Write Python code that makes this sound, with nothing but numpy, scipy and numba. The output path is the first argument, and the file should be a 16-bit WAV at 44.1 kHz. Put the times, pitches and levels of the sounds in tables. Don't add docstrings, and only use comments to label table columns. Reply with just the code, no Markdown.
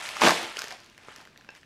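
import sys
import numpy as np
from scipy import signal
from scipy.fft import rfft, irfft
from scipy.io import wavfile
from scipy.ndimage import uniform_filter1d
from numba import njit

SR = 44100
rng = np.random.default_rng(int(sys.argv[2]) if len(sys.argv) > 2 else 0)


def rack_gain(trim_db):
    fader = np.asarray(trim_db, float)
    return 10 ** (fader / 20)


def master_out(mix):
    frames = np.transpose(np.atleast_2d(mix))
    ceiling = np.clip(frames, -1, 1)
    pcm = np.round(ceiling * 32767).astype(np.int16)
    wavfile.write(sys.argv[1], SR, pcm)


N = 72765

# f/Hz, level/dB per Hz
HOUSE_SPECTRUM = [(25, -6), (50, -2.5), (200, 0.5), (500, -9.5), (1000, -16), (2000, -10.5), (4500, -16.5),
                  (8000, -24), (15500, -45)]
# f/Hz, t60/s
ROOM_DECAY = [(150, 0.4), (500, 0.54), (1500, 0.12), (4000, 0.64), (9000, 0.44)]
# t/s, level/dB
ECHOES = [
    (.008, -29),
    (0.0148, -17),
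]
# f/Hz, level/dB, t60/s
STRIP_RINGS = [(560, -1.5, 0.0093), (880, 1.5, 0.01), (1617, 1.5, 0.025), (2644, 0.5, 0.026),
               (3730, -4, 0.0057), (5250, -2.5, 0.0066)]
# t/s, length/s, f/Hz, end pitch re start/ratio
SCRAPES = [(.315, .012, 830, 1), (.425, .025, 330, .9), (.47, .03, 700, 1), (.571, .016, 3150, .97),
           (.596, .015, 1400, 1), (.6, .045, 4500, .95), (.62, .045, 1520, 1.05), (.7, .04, 4200, 1.05),
           (.712, .028, 750, .95), (1.03, .03, 320, 1), (1.1, .04, 2600, 1), (1.19, .05, 790, 1),
           (1.384, .032, 4300, 1.02), (1.495, .055, 2680, .96), (1.495, .04, 1680, .97),
           (1.497, .04, 900, .9), (1.5, .045, 3800, 1), (1.555, .035, 1700, 1.25), (1.637, .012, 2600, 1.3)]
SCRAPE_LEVELS = [-24, -39.5, -41.5, -28, -42, -46, -43, -50, -40, -56, -57, -51, -51, -52, -56, -57, -62,
                 -58, -52]
# t/s, level/dB, brightness/dB per octave
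HANDLING = [(0, -36.5, -0.5), (.03, -37.5, 3), (.14, -40.5, 1), (.2, -36.5, 1.5), (.33, -32, 2),
            (.44, -36, 0), (.54, -45, 0), (.6, -41.5, 3.5), (.68, -47.5, -1), (.72, -43.5, 0),
            (.77, -54, -0.5), (.95, -62.5, -0.5), (1.1, -49.5, 0), (1.22, -54, -0.5), (1.3, -67.5, -3),
            (1.47, -65, -4.5), (1.57, -56, 2), (1.65, -81, -2)]
# f/Hz, level/dB per Hz
FILM_COLOUR = [(88, -46), (150, -42), (722, -4.5), (1450, -7), (1660, -5), (2450, -5.5), (3690, -14.5),
               (9540, -22), (15500, -60)]
# t/s, peak/dB, f/Hz, crack re peak/dB, thump re peak/dB
PULL_SNAPS = [(0.009, -29, 1790, -7, -34), (0.018, -40, 2190, -19, -19), (0.027, -44, 2450, -13, -32),
              (0.045, -48, 2510, -23, -29), (0.053, -19, 1940, -25, -25), (0.059, -19.5, 2600, -16, -19),
              (0.068, -23, 2570, -17, -21), (0.089, -14.5, 2370, -14, -24), (0.162, -24.5, 980, -15, -23),
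              (0.167, -15, 1270, -16, -16), (0.2113, -17, 2420, -4.5, 1.5),
              (0.2172, -1.5, 1000, -20, -14.5), (0.2197, -4.5, 1940, -21, -15.5),
              (0.228, -29, 1440, -19, -26), (0.2355, -5, 1520, -14, 3), (0.2412, -15.5, 1270, -39, -5),
              (0.2457, -5.5, 960, -16, -7), (0.2512, -6.5, 1030, -21, -7), (0.2545, -14, 750, -12, 4),
              (0.263, -8, 885, -9, -6), (0.2658, -9, 1920, -20, -13), (0.2675, -3.5, 2820, -24, -17),
              (0.2725, -4, 1100, -23, -16), (0.2762, -15, 1320, -11, -21), (0.2785, -9.5, 1130, -21, -12),
              (0.2835, -11, 900, -3, -5.5), (0.2927, -2, 1240, -15.5, -26), (0.306, -3, 1050, -12, -26),
              (0.3085, -12.5, 1420, -12, -5), (0.319, -14, 840, -25, 1), (0.43, -30, 1450, -1.5, -36),
              (0.445, -31.5, 1385, -19, 10.5)]
# t/s, peak/dB, f/Hz, crack re peak/dB, thump re peak/dB
STRIP_SNAPS = [(.5575, -36, 4940, -12, -20), (.562, -24, 1750, -20, -20), (.5692, -13, 3070, -13, -8),
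               (.5755, -48, 2980, -18, -24), (.5815, -24, 1430, -17, -7), (.588, -20, 1470, -12, -38),
               (.5908, -26, 1590, 4.5, -28), (.5955, -23, 1390, -20, -25), (.618, -17.5, 1540, -6.5, -12),
               (.6395, -24, 1800, -15, -1.5), (.641, -24, 1710, -7, -1), (.6725, -28.5, 1770, -12, -6),
               (.6822, -30, 4230, -2, -30), (.7072, -25.5, 1860, -7, -16), (.713, -23, 2180, -16, -3),
               (.7235, -31, 1030, -1.5, -10), (.755, -52, 1560, -9, -17)]
# t/s, peak/dB, f/Hz, crack re peak/dB, thump re peak/dB
LATE_SNAPS = [(0.802, -44.5, 4250, 2.5, -11), (0.834, -48, 2000, -2, -17), (0.844, -41, 5500, -3.5, -18),
              (0.861, -45, 3030, -3.5, -20), (0.898, -44, 2860, -4.5, -19), (0.9265, -44, 1620, -15, -10),
              (0.9464, -41, 2450, -15, -16), (1.0357, -39.5, 2700, -24, -1), (1.33, -47, 2400, -26, -14),
              (1.421, -43, 2300, -18, -14), (1.504, -36, 2580, -13, -17), (1.5615, -38.5, 2300, -10, -7),
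              (1.612, -44, 4900, -15, -20), (0.978, -32, 1860, -11, -14), (0.986, -39.5, 2310, -20, 2),
              (1.084, -29.5, 1320, -24, 5), (1.161, -34.5, 1790, -1, -3), (1.183, -36.5, 2930, -8, 0),
              (1.203, -36, 1500, -19, -4), (1.212, -41, 2860, -2, 4), (1.252, -34, 2000, -12, -15),
              (1.273, -34.5, 1580, -16, -2.5), (1.36, -35.5, 1810, -33, -11), (1.375, -37, 2190, -5.5, -12),
              (1.41, -37.5, 1680, -16, -18), (1.446, -39, 1530, -15, -8), (1.55, -36, 1740, -9, -18),
              (1.631, -35, 1830, -21, -10)]
CRACK_BANDS = 3800, 6800, 7600, 13500
# t/s, level/dB, flap of the bag/dB
RIP_PULL = [
    (.195, -44, -63),
    (.212, -30.5, -34),
    (.222, -20, -25),
    (.238, -19.5, -19),
    (.274, -16.5, -30),
    (.295, -24, -37),
    (.315, -26.5, -39),
    (.34, -38, -47),
    (.37, -83, -67),
]
# f/Hz, level/dB per Hz
SEAM_COLOUR = [(88, -42), (150, -22), (263, -4.5), (428, -6), (736, 2), (1340, -1), (2060, -1.5),
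               (7130, -16), (15500, -32.5)]
# f/Hz, width/Hz, level/dB
BAG_MODES = [(50, 21, -19), (130.3, 27, -7.5), (181.5, 43, -6), (266.2, 51, -0.5), (326.6, 49, 0)]

RISE_CYCLES, GLIDE = 0.71, 0.04


def colour(table, hz):
    f, db = np.array(table).T[:2]
    return np.interp(np.log(np.maximum(hz, 1)), np.log(f), db)


def column(table, order):
    rows = np.array(table)
    return np.interp(np.arange(N) / SR, rows[:, 0], rows[:, order])


def unit(x):
    return x / np.sqrt(np.mean(x ** 2))


def band(x, lo_hz, hi_hz):
    edges = [lo_hz, min(hi_hz, 20000)]
    return signal.sosfilt(signal.butter(2, edges, "bandpass", fs=SR, output="sos"), x)


def house():
    hum_db, hiss_db = -62, -84
    hz = np.arange(N // 2 + 1) * SR / N
    hum = irfft(rfft(rng.standard_normal(N)) * rack_gain(colour(HOUSE_SPECTRUM, hz)), N)
    hiss = band(rng.standard_normal(N), 7000, 17000)
    return rack_gain(hum_db) * unit(hum) + rack_gain(hiss_db) * unit(hiss)


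def room(x):
    tail_db, first_wall_s = -8.5, 0.0036
    t = np.arange(SR) / SR
    tail = np.zeros(SR)
    for hz in 125 * 2. ** np.arange(7):
        t60 = max(colour(ROOM_DECAY, hz), .05)
        top_hz = hz * np.sqrt(2) ** (3 if hz > 7000 else 1)
        tail += band(rng.standard_normal(SR), hz / np.sqrt(2), top_hz) * 1000 ** (-t / t60)
    tail = tail * np.clip(t / first_wall_s - .5, 0, 1)
    tail = rack_gain(tail_db) * tail / np.sqrt(np.sum(tail ** 2))
    for echo_s, echo_db in ECHOES:
        tail[int(echo_s * SR)] += rack_gain(echo_db)
    return signal.fftconvolve(x, tail)[:N]


@njit
def rings(start, hz, cycles, size, rise, glide, length, sr):
    out = np.zeros(length)
    for k in range(len(start)):
        f = hz[k] / sr
        turn = np.exp(2j * np.pi * f - np.log(10) * f / cycles)
        bend = np.exp(2j * np.pi * glide * f * f)
        z = size[k] + 0j
        unrisen, rise_step = 1., np.exp(-f / rise)
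        for i in range(start[k], min(length, start[k] + int(2 * cycles / f) + 1)):
            out[i] += z.imag * (1 - unrisen)
            z *= turn
            turn *= bend
            unrisen *= rise_step
    return out


def tap():
    tap_s, tap_db, contact_s = 1.4895, -34.5, 0.00048
    t = np.maximum(np.arange(N) / SR - tap_s, 0)
    modes = np.zeros(N)
    for hz, db, t60 in STRIP_RINGS:
        modes += rack_gain(db) * np.sin(2 * np.pi * hz * t) * 1000 ** (-t / t60)
    return rack_gain(tap_db) * modes * np.minimum(t / contact_s, 1)


def scrapes():
    slips_per_s, cycles, pitch_spread, fade_db = 1500, 6., .06, 8.5
    out = np.zeros(N)
    for (at, length, hz, slide), db in zip(SCRAPES, SCRAPE_LEVELS):
        when, pitch, phase = rng.random((3, 100))
        part = when * len(when) / (slips_per_s * length)
        on = part < 1
        start = ((at + part * length) * SR).astype(np.int64)
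        tone = hz * slide ** part * (1 + pitch_spread * (2 * pitch - 1))
        size = rack_gain(db - fade_db * part) * np.cos(np.pi * phase)
        out += rings(start[on], tone[on], cycles, size[on], 1., 0., N, float(SR))
    return out


def clicks(t0, t1, per_s, scatter_db, cycles, table, tilt):
    patches = 3
    gaps = -np.log(1 - rng.random(10000)) / per_s
    at = t0 + np.cumsum(gaps)
    at = at[at < t1]
    start = (at * SR).astype(np.int64)
    hz = 150 * 100 ** rng.random((len(at), patches))
    strength_db = -scatter_db * np.log(1 - .9 * rng.random((len(at), 1)))
    db = strength_db + colour(table, hz) + (6 + tilt[start, None]) * np.log2(hz / 2000)
    size = rack_gain(db) * np.cos(np.pi * rng.random((len(at), patches)))
    starts = np.repeat(start, patches)
    x = rings(starts, hz.ravel(), cycles, size.ravel(), RISE_CYCLES, GLIDE, N, float(SR))
    return x / np.sqrt(np.mean(x[int(t0 * SR):int(t1 * SR)] ** 2))


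def crinkle():
    film = clicks(0, 1.649, per_s=4500, scatter_db=2.1, cycles=2., table=FILM_COLOUR,
                  tilt=column(HANDLING, 2))
    return film * rack_gain(column(HANDLING, 1))


def snaps(table, cycles=4.2):
    lag_s, overtone, overtone_db = .0006, 1.532, -7
    thump_cycles, low_thump_db = 1.205, 1
    crack_gain_db, crack_s, crack_top_db = 0.5, 0.00093, -10.5
    at, db, hz, crack_db, thump_db = np.array(table).T
    start = ((at + lag_s) * SR).astype(np.int64)
    low_thump_hz = 300 + 350 * rng.random(len(at))
    high_thump_hz = hz * (.55 + .15 * rng.random(len(at)))
    parts = [(hz, -rack_gain(db), cycles),
             (hz * overtone, -rack_gain(db + overtone_db), cycles * overtone),
             (low_thump_hz, rack_gain(db + thump_db + low_thump_db), thump_cycles),
             (high_thump_hz, rack_gain(db + thump_db), thump_cycles)]
    body = np.zeros(N)
    for tone, size, n in parts:
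        body += rings(start, tone, n, size, RISE_CYCLES, 0., N, float(SR))
    kicks = np.zeros(N)
    kicks[start] = rack_gain(db + crack_db + crack_gain_db)
    fade = signal.lfilter([1], [1, -np.exp(-1 / (crack_s * SR))], kicks)
    noise = rng.standard_normal(N)
    hiss = band(noise, *CRACK_BANDS[:2]) + rack_gain(crack_top_db) * band(noise, *CRACK_BANDS[2:])
    even_hiss = hiss / np.sqrt(uniform_filter1d(hiss ** 2, size=40))
    return body + fade * even_hiss


def rip():
    seam = clicks(.19, .38, per_s=9000, scatter_db=1.5, cycles=2.7, table=SEAM_COLOUR, tilt=np.zeros(N))
    shake = rng.standard_normal(N) * rack_gain(column(RIP_PULL, 2))
    bag = np.zeros(N)
    for hz, width, db in BAG_MODES:
        mode = band(shake, hz - width / 2, hz + width / 2)
        bag += rack_gain(db) * mode * np.sqrt(SR / 2 / width)
    return seam * rack_gain(column(RIP_PULL, 1)) + rack_gain(-5.5) * bag


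def scene():
    folds = snaps(PULL_SNAPS, cycles=3.26) + snaps(STRIP_SNAPS) + snaps(LATE_SNAPS)
    envelope = tap() + scrapes() + crinkle() + folds + rip()
    heard = band(envelope + room(envelope), 80, 11300)
    return (heard + house())[None]


def top_cut(x):
    return signal.sosfilt(signal.butter(12, 15710, fs=SR, output="sos"), x)


def record(dry):
    return top_cut(dry)


dry = scene()
out = record(dry)
master_out(out)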